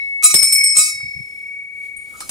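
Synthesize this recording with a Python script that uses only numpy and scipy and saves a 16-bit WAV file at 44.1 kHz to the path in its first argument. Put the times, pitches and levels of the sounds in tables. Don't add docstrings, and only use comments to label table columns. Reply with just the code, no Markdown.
import sys
import numpy as np
from scipy import signal
from scipy.fft import rfft, irfft, next_fast_len
from scipy.io import wavfile
from scipy.ndimage import uniform_filter1d, minimum_filter1d, map_coordinates

SR = 44100
rng = np.random.default_rng(int(sys.argv[2]) if len(sys.argv) > 2 else 0)


def store_wav(level_fs):
    pcm = np.round(np.clip(np.atleast_2d(level_fs), -1, 1) * 32767)
    wavfile.write(sys.argv[1], SR, pcm.T.astype(np.int16))


N = 101429

# t/s, level/dB of five partial families (low to high), clack/dB, thud/dB
STRIKES = [(0.3407, 3, -18.5, -19, 3, -21, -14, -19), (0.427, -4, -33.5, -11.5, -1, -30, -23.5, -33.5),
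           (0.5229, 3, -20.5, -16, 0.5, -17, -28, -48), (0.637, -2.5, -34.5, -8, -5.5, -42, -33.5, -63),
           (0.7815, -18, -10, -18, -2, -31, -40, -37.5), (1.966, -81.5, -61.5, -48, -28, -63, -55.5, -69.5)]
# t/s, hook/dB, bright mode/dB, clack/dB, thud/dB
SNAPS = [(0.225, -27.5, -43, -34, -69), (0.2416, -12.5, 2, -35, -37), (0.768, -18, -1.5, -28.5, -55),
         (2.2046, -40.5, -62, -31.5, -70), (2.2925, -34, -34, -26.5, -68)]
RISE_LOW_S, RISE_HIGH_S = 0.0046, 0.0012
METAL_LAG_RAD = 0.9
TOP_HZ = 15750


def amp(db):
    return 10 ** (np.asarray(db) / 20)


def unit(x):
    return x / np.sqrt(np.mean(x ** 2) + 1e-20)


def pan(db):
    return amp(np.array([[1], [-1]]) * db)


def clock():
    return np.arange(N) / SR


def along(points, hz):
    f, v = np.transpose(points)
    return np.interp(np.log(hz + 1), np.log(f + 1), v)


def curves(rows):
    s, *cols = np.transpose(rows)
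    return [np.interp(clock(), s, c) for c in cols]


def swell(rows):
    return amp(np.interp(clock(), *np.transpose(rows), left=-120, right=-120))


def decay(start_s, rise_s, t60_s):
    t = np.maximum(clock() - start_s, 0)
    return (1 - np.exp(-t / rise_s)) * np.exp(-np.log(1000) * t / t60_s)


def wobble(rate_hz):
    return np.array([map_coordinates(k, [clock() * rate_hz]) for k in rng.standard_normal((2, 512))])


def filtered(x, response):
    m = next_fast_len(N + SR // 2)
    return irfft(rfft(x, m) * response(np.fft.rfftfreq(m, 1 / SR)), m)[..., :N]


def noise(colour, width=1):
    mid, side = filtered(rng.standard_normal((2, N)), lambda hz: amp(along(colour, hz)))
    return unit(np.array([mid + width * side, mid - width * side]))


def tone(hz, lag_rad, depth=0.15):
    flutter = 0.28 * min(hz / 7500, 1)
    drift = lambda: depth * wobble(rate_hz=13.66) + flutter * wobble(rate_hz=90)
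    phase = 2 * np.pi * (hz * clock() + rng.random()) + np.array([[lag_rad], [-lag_rad]]) / 2
    return np.exp(drift()) * np.sin(phase + drift())


def struck(hits, hz, db, t60_s):
    t = np.arange(SR // 3) / SR
    phase = np.pi * rng.integers(2, size=(len(hz), 1)) + rng.standard_normal((2, len(hz), 1))
    modes = amp(db)[:, None] * np.sin(2 * np.pi * np.outer(hz, t) + phase)
    impulse = unit(modes.sum(axis=1) * np.exp(-np.log(1000) * t / t60_s)) / np.sqrt(len(t))
    return signal.fftconvolve(hits[None], impulse, axes=1)[:, :N]


def background():
    # f/Hz, level/dB
    air_colour = [(15, -35), (25, -31), (54, 4.5), (285, -9), (408, -12.5), (496, -22.5), (849, -20),
                  (1800, -20.5), (2340, -60.5), (3960, -120)]
    hiss_colour = [(500, 9), (1800, -6), (3000, 1.5), (6000, -0.5), (8000, 7.5), (9500, 9.5), (12000, 1),
                   (15500, -5.5)]
    # t/s, level/dB
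    hiss_levels = [(0, -57), (1.1, -56), (1.4, -54.5), (1.7, -62), (1.86, -50), (1.94, -59), (2.1, -49),
                   (2.3, -42)]
    hiss_db, = curves(hiss_levels)
    air = amp(-58.5 + 2.5 * wobble(rate_hz=1.7)) * noise(air_colour, width=0.91)
    return air + amp(hiss_db) * noise(hiss_colour, width=0.49)


def yard(x):
    tail = (rng.standard_normal((2, N)) * decay(0.002, rise_s=0.029, t60_s=0.25))[:, :SR // 2]
    return signal.fftconvolve(x, tail / np.linalg.norm(tail[0]), axes=1)[:, :N]


def feet():
    # t/s, level/dB, rise/s, t60/s
    steps = [(.93, -43, 0.042, 0.22), (1.028, -42.5, 0.0036, 0.23), (1.147, -43, 0.011, 0.26),
             (1.2, -28.5, 0.0071, 0.034), (1.978, -37, 0.0049, 0.033), (2.238, -48, 0.0023, 0.094)]
    # t/s, level/dB
    scuffs = [(1.003, -39.5), (2.206, -28)]
    # f/Hz, level/dB
    heel_colour = [(25, -33), (60, 1.5), (125, 6), (220, -8), (400, -25), (1000, -63), (4000, -62)]
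    sole_colour = [(100, -40.5), (950, -2), (1600, -6.5), (3500, -26)]
    thump = sum(amp(db) * decay(s, rise_s, t60_s) for s, db, rise_s, t60_s in steps)
    scuff = sum(amp(db) * decay(s, rise_s=0.00098, t60_s=0.037) for s, db in scuffs)
    return thump * noise(heel_colour, width=0.91) * pan(db=11) + scuff * noise(sole_colour)


def grate():
    # t/s, level/dB
    friction = [(2.1, -77), (2.15, -42), (2.19, -54.5), (2.225, -36.5), (2.3, -71)]
    centre_hz, half_width_hz = 1280, 88
    resonance = lambda hz: 1 / (1 + ((hz - centre_hz) / half_width_hz) ** 2)
    return swell(friction) * unit(filtered(rng.standard_normal((2, N)), resonance))


def chain():
    # t/s, level/dB
    jangles = [
        [(.226, -8), (.25, -15), (.29, -19.5), (.32, -15.5), (.33, -46), (.45, -28), (.53, -32.5), (.57, -52)],
        [(.73, -45.5), (.768, -17), (.83, -20.5), (.87, -21.5), (.9, -36.5), (.98, -50)],
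        [(2.1, -79), (2.185, -43.5), (2.218, -39), (2.25, -46), (2.3, -30)],
    ]
    # f/Hz, level/dB
    link_colour = [(1100, -21), (1900, -37), (3300, -19), (4300, -4), (6500, -4.5), (9800, -1),
                   (15500, -13)]
    hook_hz = (1248, 2430, 2546, 3935, 5000, 5766, 6374, 7025, 7570, 8104, 8940, 9297, 9889, 10476, 10880,
               11676, 12145, 13943)
    hook_db = [-14, -9, -4, -4.5, -5.5, -2, -1, 0, -4.5, 6.5, -6, -5.5, 0, -6, -3, -14, -13, -17]
    # t/s, level/dB
    hollow = [
        [(.226, -33), (.256, -20), (.285, -40), (.305, -26), (.335, -39)],
        [(.765, -36.5), (.81, -33), (.87, -49)],
    ]
    hits_per_s, hook_t60_s, bright_hz = 250, 0.16, 8106
    hits = unit((rng.random(N) < hits_per_s / SR) * rng.choice([-1, 1], N))
    hits *= sum(swell(rows) for rows in jangles)
    link_hz = rng.uniform(link_colour[0][0], TOP_HZ, size=220)
    out = amp(-6) * struck(hits, link_hz, along(link_colour, link_hz), t60_s=0.12)
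    out += sum(swell(rows) for rows in hollow) * tone(hook_hz[0], lag_rad=0)
    snaps = np.zeros(N)
    snap_gain = np.sqrt(hook_t60_s * SR / (2 * np.log(1000)))
    for s, snap_db, bright_db, _, _ in SNAPS:
        snaps[round(s * SR)] = amp(snap_db) * snap_gain
        out += amp(bright_db) * decay(s, RISE_HIGH_S, t60_s=0.085) * tone(bright_hz, METAL_LAG_RAD)
    return out + struck(amp(1.5) * hits + snaps, hook_hz, hook_db, hook_t60_s)


def contacts():
    # f/Hz, level/dB
    clack_colour = [(200, -4), (2000, -6.5), (4500, 0), (6500, -1), (9000, 9), (12000, -5), (15500, -12)]
    thud_colour = [(25, -30), (80, -20), (150, 8.5), (280, -2.5), (500, -2), (900, -25), (2500, -46.5)]
    clack, thud = np.zeros((2, N))
    for s, *_, clack_db, thud_db in STRIKES + SNAPS:
        crack = amp(2) * decay(s, rise_s=0.0001, t60_s=0.042)
        clack += amp(clack_db) * (decay(s, rise_s=0.00068, t60_s=0.17) + crack)
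        thud += amp(thud_db) * decay(s, rise_s=0.0015, t60_s=0.057)
    return clack * noise(clack_colour) + thud * noise(thud_colour, width=0.088)


def hum():
    pair_hz = (2200.5, 2238)
    lags_rad = (2.28, 1.39)
    # t/s, lower partial/dB, upper partial/dB
    levels = [(0, -19.5, -36.5), (0.3, -22, -36), (.38, -19.5, -24), (0.472, -27.5, -22.5),
              (0.617, -17, -16), (.85, -23.5, -44.5), (1.06, -27, -27.5), (1.301, -34.5, -34),
              (1.58, -35.5, -26.5), (1.721, -42, -32.5), (1.829, -34.5, -28), (2.102, -40.5, -34),
              (2.3, -50, -46)]
    return sum(amp(db) * tone(hz, lag, depth=0.15) for hz, lag, db in zip(pair_hz, lags_rad, curves(levels)))


def bell():
    # (level/dB, t60/s)
    families_hz = [(5343, 5379), (7698,), (8249,), (8796, 8936, 11668), (13250, 13334, 15432)]
    families = [
        [(-12.5, 0.99), (-20.5, 0.96)],
        [(3, 0.28)],
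        [(0, 0.44)],
        [(-11, .24), (-9.5, 0.34), (-22.5, 0.18)],
        [(-7.5, 0.51), (-5.5, .25), (-16.5, .27)],
    ]
    # t/s, f/Hz, level/dB, t60/s
    lingering = [(0, 3910, -49.5, 0.4), (0, 5400, -52.5, 0.53), (.79, 3823, -28.5, 0.61),
                 (.82, 4710, -27.5, 0.65), (.82, 4830, -39.5, 0.72), (.82, 7300, -37, 0.77),
                 (2.211, 5250, -31.5, 0.13), (2.21, 4250, -37.5, 0.24)]
    out = np.zeros((2, N))
    for family, (pitches_hz, partials) in enumerate(zip(families_hz, families)):
        for k, (hz, (db, t60_s)) in enumerate(zip(pitches_hz, partials)):
            rise_s = RISE_LOW_S if hz < 6000 else RISE_HIGH_S
            energy = sum((amp(levels[family]) * decay(s, rise_s, t60_s)) ** 2 for s, *levels in STRIKES)
            lag_rad = METAL_LAG_RAD * (-1) ** (family + k)
            out += amp(db) * np.sqrt(energy) * tone(hz, lag_rad, depth=0.25)
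    for s, hz, db, t60_s in lingering:
        out += amp(db) * decay(s, RISE_LOW_S, t60_s) * tone(hz, METAL_LAG_RAD)
    return out


def scene():
    metal = bell() + contacts() + chain() + grate()
    metal += amp(-14.5) * yard(metal)
    return metal * pan(db=0.55) + hum() * pan(db=2.11) + feet() + background()


def record(dry):
    ceiling, ahead_s, hold_s = 2.02, 0.011, 0.00519
    ahead, hold = int(ahead_s * SR), int(hold_s * SR)
    needed = np.minimum(1, ceiling / (np.abs(dry).max(axis=0) + 1e-9))
    gain = minimum_filter1d(needed, ahead + hold, origin=(hold - ahead) // 2)
    limited = dry * uniform_filter1d(gain, size=128)
    return filtered(np.clip(limited, -1, 1), lambda hz: hz < TOP_HZ)


dry = scene()
out = record(dry)
store_wav(out)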